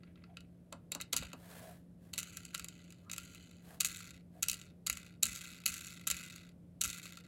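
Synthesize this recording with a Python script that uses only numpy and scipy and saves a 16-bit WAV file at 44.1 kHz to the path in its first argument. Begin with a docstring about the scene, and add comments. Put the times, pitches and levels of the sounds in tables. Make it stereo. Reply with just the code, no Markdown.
"""Flicking the wheels of a toy car

A small room with a faint hum; a phone's two microphones stand close to a die-cast car in gloved hands.
Again and again a finger catches a plastic wheel and lets go: the loose axle clacks and rebounds, the
hand thuds softly, and the wheel spins with a fine rattle and runs down. Knit gloves brush the body."""
import sys
import numpy as np
from scipy import signal
from scipy.fft import rfft, irfft, next_fast_len
from scipy.io import wavfile
from scipy.ndimage import uniform_filter1d, map_coordinates

SR = 44100
rng = np.random.default_rng(int(sys.argv[2]) if len(sys.argv) > 2 else 0)


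def wrap_up_sound(samples):
    """Save the sound to the file named by the first command line argument, as 16-bit audio."""
    columns = np.atleast_2d(samples).T
    # keep every value between -1 and 1, then stretch to whole-number steps
    tamed = np.clip(columns, -1, 1)
    steps = np.round(tamed * 32767).astype(np.int16)
    wavfile.write(sys.argv[1], SR, steps)


N = 321003
T = np.arange(N) / SR

# Levels in the tables are relative; each layer sets its own gain.
# The room's hum. Each row: frequency in Hz, level in dB.
HUM_TONES = [(87.2, -74), (174.3, -60)]
# Noise spectra. Each row: frequency in Hz, spectral density in dB.
ROOM_TONE_SPECTRUM = [(20, -25.5), (45, -10.5), (80, 1.5), (130, -0.5), (210, -3), (300, -5.5), (420, -14),
                      (600, -15), (900, -29.5), (1500, -33), (3000, -37.5), (6000, -43), (11000, -39.5),
                      (16000, -49.5)]
KNIT_SPECTRUM = [(250, -25.5), (450, 5), (650, 4.5), (1000, -2), (1300, -2.5), (1650, 1.5), (2200, -4.5),
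                 (4000, -7.5), (6000, -11.5), (8000, -8.5), (12000, -7.5), (16000, -13.5)]
SCUFF_SPECTRUM = [(600, -22), (1400, 15.5), (2300, 21), (4200, -1), (5500, -21), (12000, -8), (16000, -35)]
THUD_SPECTRUM = [(20, -42), (33, -17), (48, -0.5), (75, 1), (120, -11), (240, -8.5), (400, -44),
                 (1000, -84.5)]
# Room tone across the microphones. Each row: frequency in Hz, left-right correlation.
ROOM_TONE_LIKENESS = [(100, 0.88), (250, 0.72), (600, 0.64), (1500, .1), (8000, 0.19)]
# The fingers shift their grip. Each row: time in seconds, level in dB.
GRIP_LEVELS = [(0.0, -66.5), (0.268, -62.5), (0.412, -73), (0.7, -89)]
# A glove strokes the body. Each row: middle in seconds, half length in seconds, level in dB.
GLOVE_STROKES = [(1.581, 0.13, -54), (2.07, 0.046, -69.5), (3.028, 0.041, -76), (3.708, .055, -58.5),
                 (4.385, 0.047, -69.5)]
# The loose axle clacks as the car tilts or a wheel wobbles.
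# Each row: time in seconds, level in dB, treble over body in dB.
AXLE_CLACKS = [(0.0338, -51.5, -24), (0.1572, -59.5, -22), (0.239, -52, -22), (0.3704, -40.5, -10.5),
               (0.406, -51, -1), (0.726, -38, -1.5), (0.9195, -27.5, 6), (0.9496, -30.5, 6),
               (1.0027, -38, -10), (1.0125, -32.5, 9), (1.0187, -36, 3), (1.2246, -43.5, -8),
               (1.3317, -40.5, -1.5), (2.2303, -35.5, 6.5), (2.3707, -32, 4.5), (2.4519, -40.5, 7.5),
               (2.5785, -39, 13), (2.6445, -34.5, 6.5), (2.6851, -39.5, 4), (2.905, -50, 4),
               (2.9239, -47.5, -1.5), (3.0976, -38, -5.5), (3.1149, -32.5, 7), (3.1631, -39, 4),
               (3.3478, -46.5, 2), (4.6144, -44.5, 0), (4.9716, -37, 1.5), (5.36, -35.5, 3),
               (5.7409, -32, 6.5), (5.8685, -39.5, 13), (6.1127, -21.5, 7.5), (6.1672, -37.5, 6),
               (6.8773, -35.5, 11), (6.9008, -31.5, 5.5), (7.172, -46.5, 6)]
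# A fingertip drags. Each row: middle in seconds, half length in seconds, pitch in Hz, level in dB.
FINGER_DRAGS = [(0.313, 0.022, 746, -68.5), (1.673, 0.052, 652, -58.5), (1.605, 0.082, 1650, -68.5),
                (3.087, 0.026, 1306, -65), (3.732, .04, 774, -66.5), (4.371, 0.018, 635, -65)]
# The shell is knocked. Each row: time in seconds, level of the hollow in dB, level of the rim in dB.
SHELL_KNOCKS = [(0.7244, -42, -61), (0.921, -50, -34.5), (0.9501, -39.5, -54), (1.0005, -57, -46.5),
                (1.019, -61, -44), (1.1337, -40, -45.5), (1.1632, -54, -37.5), (1.224, -49, -47.5),
                (1.3329, -45.5, -59), (2.136, -53.5, -38), (3.135, -60, -53), (5.233, -54, -28)]
# A finger flicks a wheel. Each row: catch in seconds, its level in dB, release in seconds, its level in
# dB, rebound gap in seconds, loss per rebound in dB, treble over body in dB, spin length in seconds,
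# rattle level in dB, metal ring over rattle in dB, hand thud in dB.
WHEEL_FLICKS = [(1.1318, -21, 1.1655, -21, 0.0077, 7, 4, .18, -46.5, -6, -58),
                (2.137, -33.5, 2.1791, -24.5, 0.0063, 3, 7, 0.55, -53.5, -2, -75),
                (2.548, -29, 2.5959, -32, .0235, 17, 0.5, 0.51, -57.5, -3, -62.5),
                (3.134, -33.5, 3.1812, -30.5, 0.028, 20, 4.5, 0.52, -56, -1, -64),
                (3.8074, -16.5, 3.8476, -21, .0063, 4, 8.5, .38, -46, -25, -61),
                (4.4298, -19, 4.4847, -19.5, 0.015, 4, 8.5, 0.25, -52, -20, -61.5),
                (4.8696, -21.5, 4.8987, -21, 0.034, 11.5, 6, 0.28, -51, -12, -56),
                (5.2318, -16.5, 5.255, -27, .0115, 7, 9, 0.46, -45, -25.5, -56),
                (5.6621, -17.5, 5.678, -27, 0.0076, 3.5, 9.5, 0.44, -45, -24.5, -58.5),
                (6.0743, -21, 6.1017, -22.5, .0058, 6.5, 7, 0.43, -46, -17, -57),
                (6.815, -20, 6.8375, -26, 0.0053, 1.6, 9, 0.47, -46, -27, -54.5)]
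# The car's resonances. Each row: frequency in Hz, width in Hz, level in dB, left over right in dB.
CHASSIS_MODES = [(1378, 125, 4.5, 8.5), (2043, 230, 4, 2), (2583, 220, 4, 5.5), (2854, 280, 1, 16),
                 (3740, 220, -4, -8.5), (3846, 150, 5.5, 6.5), (4530, 790, -1.5, 13), (4753, 53, 5.5, -6.5)]  # the plastic chassis, struck
WHEEL_MODES = [(6000, 130, -7, -19.5), (7180, 1700, 8, 2.5), (8070, 420, -1, -21.5), (8900, 970, -9.5, -8),
               (10420, 1600, 0.5, 0), (12070, 2600, -1.5, -1), (15300, 270, -10, -10.5)]  # wheel and axle
HOLLOW_MODES = [(251, 39, 11.5, 0), (570, 77, 8, 4), (870, 310, 0, 10), (1254, 650, -1, -10)]  # the air under the shell
RIM_MODES = [(3940, 270, -1.5, 9), (4320, 150, -2, 4.5)]  # the thin metal rim
ROLLING_MODES = [(1435, 82, 6, 6.5), (2036, 110, -1, 8.5), (2300, 270, -2.5, 7), (2540, 240, 1.5, 7.5),
                 (2830, 240, -5, 12.5), (3620, 190, -1.5, 4), (3800, 150, -6, 10.5), (4260, 300, -4.5, 5.5),
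                 (4760, 340, -4.5, 7), (5350, 710, -8.5, 3)]  # the chassis, kept ringing by a rolling wheel
SHELL_MODES = [(2654, 85, -3.5, -0.5), (3000, 140, 1.5, 20), (4007, 130, 2.5, 4), (4450, 600, -1.5, 7.5),
               (6800, 1300, -3, 7.5)]  # the die-cast shell
# Path difference from the car to the microphones. Each row: frequency in Hz, left lead in radians.
MIC_PHASE = [(100, 0), (800, -.7), (1400, 2), (2050, 3.8), (2600, 4.2), (3600, 1.3), (4100, .2),
             (5000, -2.9), (6000, -5.1), (6950, -6.3), (15800, -18.9)]
# The small room's decay. Each row: frequency in Hz, time to fall 60 dB in seconds.
ROOM_T60 = [(200, 0.26), (1500, 0.27), (6000, 0.14), (15000, 0.054)]


def amp(db):
    """Decibels to gain."""
    return 10 ** (np.asarray(db) / 20)


def unit(x):
    """x scaled to rms 1."""
    return x / np.sqrt(np.mean(np.abs(x) ** 2) + 1e-30)


def along(points, hz):
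    """(Hz, value) points read on a log frequency axis."""
    freqs, values = np.transpose(points)
    return np.interp(np.log(hz + 1), np.log(freqs + 1), values)


def wobble(rate):
    """A smooth random curve, rate knots a second."""
    return map_coordinates(rng.standard_normal(int(N * rate / SR) + 4), [T * rate])


def filtered(x, response):
    """x through a complex frequency response."""
    size = next_fast_len(N + 8192, True)
    return irfft(rfft(x, size) * response(np.fft.rfftfreq(size, 1 / SR)), size)[..., :N]


def noise(spectrum):
    """Coloured noise of rms 1."""
    return unit(filtered(rng.standard_normal(N), lambda hz: amp(along(spectrum, hz))))


def resonate(x, modes, low_hz, high_hz):
    """x rings the modes within a band; each radiates differently to the left and right microphone."""
    hz = np.fft.rfftfreq(4096, 1 / SR)
    power = sum(amp([[db + pan / 2], [db - pan / 2]]) ** 2 / (1 + (2 * (hz - centre) / width) ** 2)
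                for centre, width, db, pan in modes)
    band = 1 / (1 + (low_hz / (hz + 1)) ** 16) / (1 + (hz / high_hz) ** 8)
    # minimum phase, so the ring follows the blow
    cepstrum = irfft(np.log(unit(np.sqrt(power * band)) + 1e-3))
    half = len(hz) - 1
    fold = np.r_[1, np.full(half - 1, 2), 1, np.zeros(half - 1)]
    ring = irfft(np.exp(rfft(cepstrum * fold)))
    return signal.fftconvolve(x[None], ring, axes=1)[:, :N]


def blows(times, sizes):
    """Energy of contacts, sample by sample; a size is the rms over 2.5 ms."""
    index = np.clip(np.round(times * SR).astype(int), 0, N - 1)
    return np.bincount(index, sizes ** 2, N) * SR * .0025


def chatter(energy, crack_t60, ring_t60, ring_db, lead_t60=0.0096, lead_db=-13):
    """Each contact is a brief soft swell just before a crack of micro-impacts, then a longer buzz."""
    def fade(x, t60):
        keep = amp(-120 / (t60 * SR))
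        return signal.lfilter([1 - keep], [1, -keep], x)
    swell = amp(lead_db) ** 2 * fade(energy[::-1], lead_t60)[::-1]
    power = swell + fade(energy, crack_t60) + amp(ring_db) ** 2 * fade(energy, ring_t60)
    # the force builds up over a fraction of a millisecond
    return np.sqrt(np.abs(uniform_filter1d(power, size=20))) * rng.standard_normal(N)


def room_tone():
    """A faint hum over low room noise, whose bass is nearly alike at both microphones."""
    def mid_side_gains(hz):
        angle = np.arccos(np.clip(along(ROOM_TONE_LIKENESS, hz), -1, 1)) / 2
        return np.array([np.cos(angle), np.sin(angle)])
    hum = sum(amp(db + .8 * wobble(2.6)) * np.sqrt(2) * np.sin(2 * np.pi * hz * T + 0.14 * wobble(4.8))
              for hz, db in HUM_TONES)
    air = np.array([noise(ROOM_TONE_SPECTRUM), noise(ROOM_TONE_SPECTRUM)])
    mid, side = filtered(air, mid_side_gains)
    return hum * amp([[-1.1], [1.1]]) + amp(-60) * unit(np.array([mid + side, mid - side]))


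def gloves():
    """Knit fibres brush the paint: a grainy hiss swells with each stroke, and a shifting grip scuffs."""
    brush = noise(KNIT_SPECTRUM) + 2.8 * np.array([noise(KNIT_SPECTRUM), noise(KNIT_SPECTRUM)])
    scuff = noise(SCUFF_SPECTRUM) * amp([[2.5], [-2.5]])
    brush = unit(brush * amp(2 * wobble(250)))
    scuff = unit(scuff * amp(7.5 * wobble(130)))
    strokes = sum(amp(db) * np.exp(-.5 * np.abs((T - middle) / half) ** 2.8)
                  for middle, half, db in GLOVE_STROKES)
    grip = amp(np.interp(T, *np.transpose(GRIP_LEVELS), right=-150))
    return strokes * brush + amp(-5) * grip * scuff


def axle_clacks(contacts, scatter_db=2.5):
    """The axle hits its slot: the wheel ticks, the chassis rings longer, the hollow answers faintly."""
    times, db, treble_db = np.transpose(contacts)
    body_size = amp(db) / np.sqrt(1 + amp(treble_db) ** 2)
    # a softer contact favours the low modes, and no two contacts strike quite the same spot
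    low_ratio = amp(-5 - .35 * treble_db + scatter_db * rng.standard_normal(N)[:len(times)])
    high_size = body_size / np.sqrt(1 + low_ratio ** 2)
    knock, clack = [
        chatter(blows(times, size), crack_t60=0.007, ring_t60=0.048, ring_db=-6.5,
                lead_t60=0.012, lead_db=-14)
        for size in (high_size * low_ratio, high_size)]
    tick = chatter(blows(times, body_size * amp(treble_db)), crack_t60=0.0089, ring_t60=0.029,
                   ring_db=-10.5, lead_t60=0.0079, lead_db=-17)
    return (amp(1.2) * resonate(knock, CHASSIS_MODES, low_hz=1170, high_hz=2180)
            + amp(-0.7) * resonate(clack, CHASSIS_MODES, low_hz=2260, high_hz=6000)
            + amp(-2.34) * resonate(tick, WHEEL_MODES, low_hz=4507, high_hz=19000)
            + amp(-20) * resonate(knock, HOLLOW_MODES, low_hz=402, high_hz=616))


def finger_drags(sharpness=6):
    """A dragging fingertip wakes one narrow resonance in a soft swell of noise."""
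    out = np.zeros(N)
    for middle, half, pitch, db in FINGER_DRAGS:
        band = filtered(rng.standard_normal(N), lambda hz: 1 / (1 + (sharpness * (hz / pitch - 1)) ** 2))
        out += amp(db) * np.exp(-.5 * ((T - middle) / half) ** 2) * unit(band)
    return out


def shell_knocks():
    """Knocks wake the air space inside the car and ping the rim of its metal shell."""
    times, hollow_db, rim_db = np.transpose(SHELL_KNOCKS)
    push = chatter(blows(times, amp(hollow_db)), crack_t60=0.057, ring_t60=0.14, ring_db=1)
    ping = chatter(blows(times, amp(rim_db)), crack_t60=0.019, ring_t60=0.067, ring_db=-3.5)
    return (amp(-0.5) * resonate(push, HOLLOW_MODES, low_hz=202.3, high_hz=1597)
            + amp(-2.3) * resonate(ping, RIM_MODES, low_hz=3000, high_hz=5500))


def flick_contacts(play_s=.0038, settle_s=.0083, bounces=5):
    """The catch slams the axle across its play; the release lets it rebound. 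Rows as in AXLE_CLACKS."""
    bounce, rows = np.arange(bounces), []
    for catch, catch_db, release, release_db, gap, loss_db, treble_db, *_ in WHEEL_FLICKS:
        rows += [(catch - play_s, catch_db - 7.5, treble_db),  # touches
                 (catch, catch_db, treble_db),  # slams home
                 (catch + settle_s, catch_db - 12, treble_db)]  # settles
        late, colour = rng.standard_normal((2, bounces)) * (bounce > 0)
        times = release + gap * (bounce + .12 * late)
        rows += zip(times, release_db - loss_db * bounce, treble_db + 3 * colour)
    return rows


def wheel_spin(start_turn_hz=40, scatter_db=5, duller_db=9.5):
    """The wheel rattles on its axle in tiny uneven contacts; friction slows it evenly."""
    speed, level, treble, metal, held = np.zeros((5, N))
    for catch, _, release, *_, treble_db, length, rattle_db, metal_db, _ in WHEEL_FLICKS:
        free = (T >= release) & (T < release + length)
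        speed[free] = 1 - (T[free] - release) / length
        level[free], treble[free], metal[free] = amp([rattle_db, treble_db - duller_db, metal_db])
        held += amp(rattle_db) * ((T > catch) & (T < release))  # rolling under the finger
    # the contacts swell slightly once a turn and thin out as the wheel slows
    turn = np.sin(2 * np.pi * np.cumsum(start_turn_hz * np.sqrt(speed)) / SR + 0.78 * wobble(21))
    contacts_per_s = 440 * (.4 + speed)
    touches = rng.random(N) < contacts_per_s / SR
    size = np.minimum(rng.standard_normal(N), 1.8)
    energy = touches * amp(scatter_db * size + 0.5 * turn) ** 2
    # the rattle's mean power follows the wheel, whatever the single contacts do
    energy /= np.abs(uniform_filter1d(energy, size=1500)) + 1e-6
    buzz = chatter(energy, crack_t60=.004, ring_t60=0.027, ring_db=-1)
    crackle = chatter(energy, crack_t60=.004, ring_t60=0.017, ring_db=-3.5)
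    chassis = unit(resonate(buzz, ROLLING_MODES, low_hz=1250, high_hz=6000))
    shell = unit(resonate(buzz, SHELL_MODES, low_hz=2470, high_hz=8600))
    wheel = unit(resonate(crackle, WHEEL_MODES, low_hz=4485, high_hz=20060))
    # a faster wheel sounds louder and brighter
    spinning = level * speed ** 0.97 * (chassis + metal * shell + treble * speed ** 0.6 * wheel)
    return amp(-1) * spinning + amp(-5.5) * held * (chassis + amp(-2) * wheel)


def hand_thuds(lag_s=.032, half_length_s=.029):
    """The passing hand thuds low and soft after each flick; so does the palm as it takes a new hold."""
    palm_s, palm_db = 1.232, -54.5
    thuds = [(palm_s, palm_db)] + [(release + lag_s, db) for _, _, release, *_, db in WHEEL_FLICKS]
    push = sum(amp(db) * np.exp(-.5 * ((T - middle) / half_length_s) ** 2) for middle, db in thuds)
    rumble = noise(THUD_SPECTRUM)
    running_rms = np.sqrt(np.abs(uniform_filter1d(rumble ** 2, size=3000)) + 1e-6)
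    return amp(2.5) * push * rumble / running_rms


def wobble_ticks(ticks_per_s=20, scatter_db=3):
    """A spinning wheel wobbles and ticks above its rattle, softer as it slows. Rows as in AXLE_CLACKS."""
    rows = []
    for _, _, release, *_, length, rattle_db, _, _ in WHEEL_FLICKS:
        age = np.cumsum(rng.uniform(0.33, 1.7, size=24)) / ticks_per_s
        loud, colour = rng.standard_normal((2, len(age)))
        speed = np.clip(1 - age / length, 1e-6, 1)
        db = rattle_db + 3 + scatter_db * loud + 20 * np.log10(speed ** 0.84)
        rows += list(np.column_stack([release + age, db, -0.5 + 5 * colour])[age < length])
    return rows


def table_top(x, t60=0.026):
    """Hands and table scatter a few milliseconds of reflections, unlike at the two microphones."""
    t = np.arange(SR // 16) / SR
    scatter = rng.standard_normal((2, len(t))) * amp(-60 * t / t60) * (t > .001)
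    scatter /= np.linalg.norm(scatter, axis=1, keepdims=True)
    near = signal.fftconvolve(x, scatter, axes=1)[:, :N]
    # the gloves swallow the treble
    return filtered(near, lambda hz: amp(along([(1200, 0), (4500, -3.5), (7000, -5.5), (15000, -8.5)], hz)))


def room_tail(x):
    """The small room returns a short diffuse tail, different at each microphone."""
    hz, t, spectra = signal.stft(rng.standard_normal((2, SR // 2)), SR, nperseg=256)
    decay = amp(-60 * t / along(ROOM_T60, hz)[:, None])
    tail = signal.istft(spectra * decay, SR, nperseg=256)[1]
    tail = np.pad(tail, ((0, 0), (128, 0)))  # about 3 ms behind the direct sound
    return signal.fftconvolve(x, tail / np.linalg.norm(tail[0]), axes=1)[:, :N]


def scene():
    """The close car reaches the two microphones by different paths; table and room answer faintly."""
    def mic_paths(hz):
        left_lead = np.interp(hz, *np.transpose(MIC_PHASE))
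        return np.exp(.5j * left_lead * np.array([[1], [-1]]))
    contacts = AXLE_CLACKS + flick_contacts() + wobble_ticks()
    car = axle_clacks(contacts) + shell_knocks() + wheel_spin() + gloves() + finger_drags()
    reflections = amp(-9) * table_top(car) + amp(-15) * room_tail(car)
    return filtered(car, mic_paths) + reflections + hand_thuds() + room_tone()


def record(dry):
    """The phone cuts off steeply above its band limit."""
    top_hz = 16000
    return filtered(dry, lambda hz: 1 / np.sqrt(1 + (hz / top_hz) ** 160))


dry = scene()
out = record(dry)
wrap_up_sound(out)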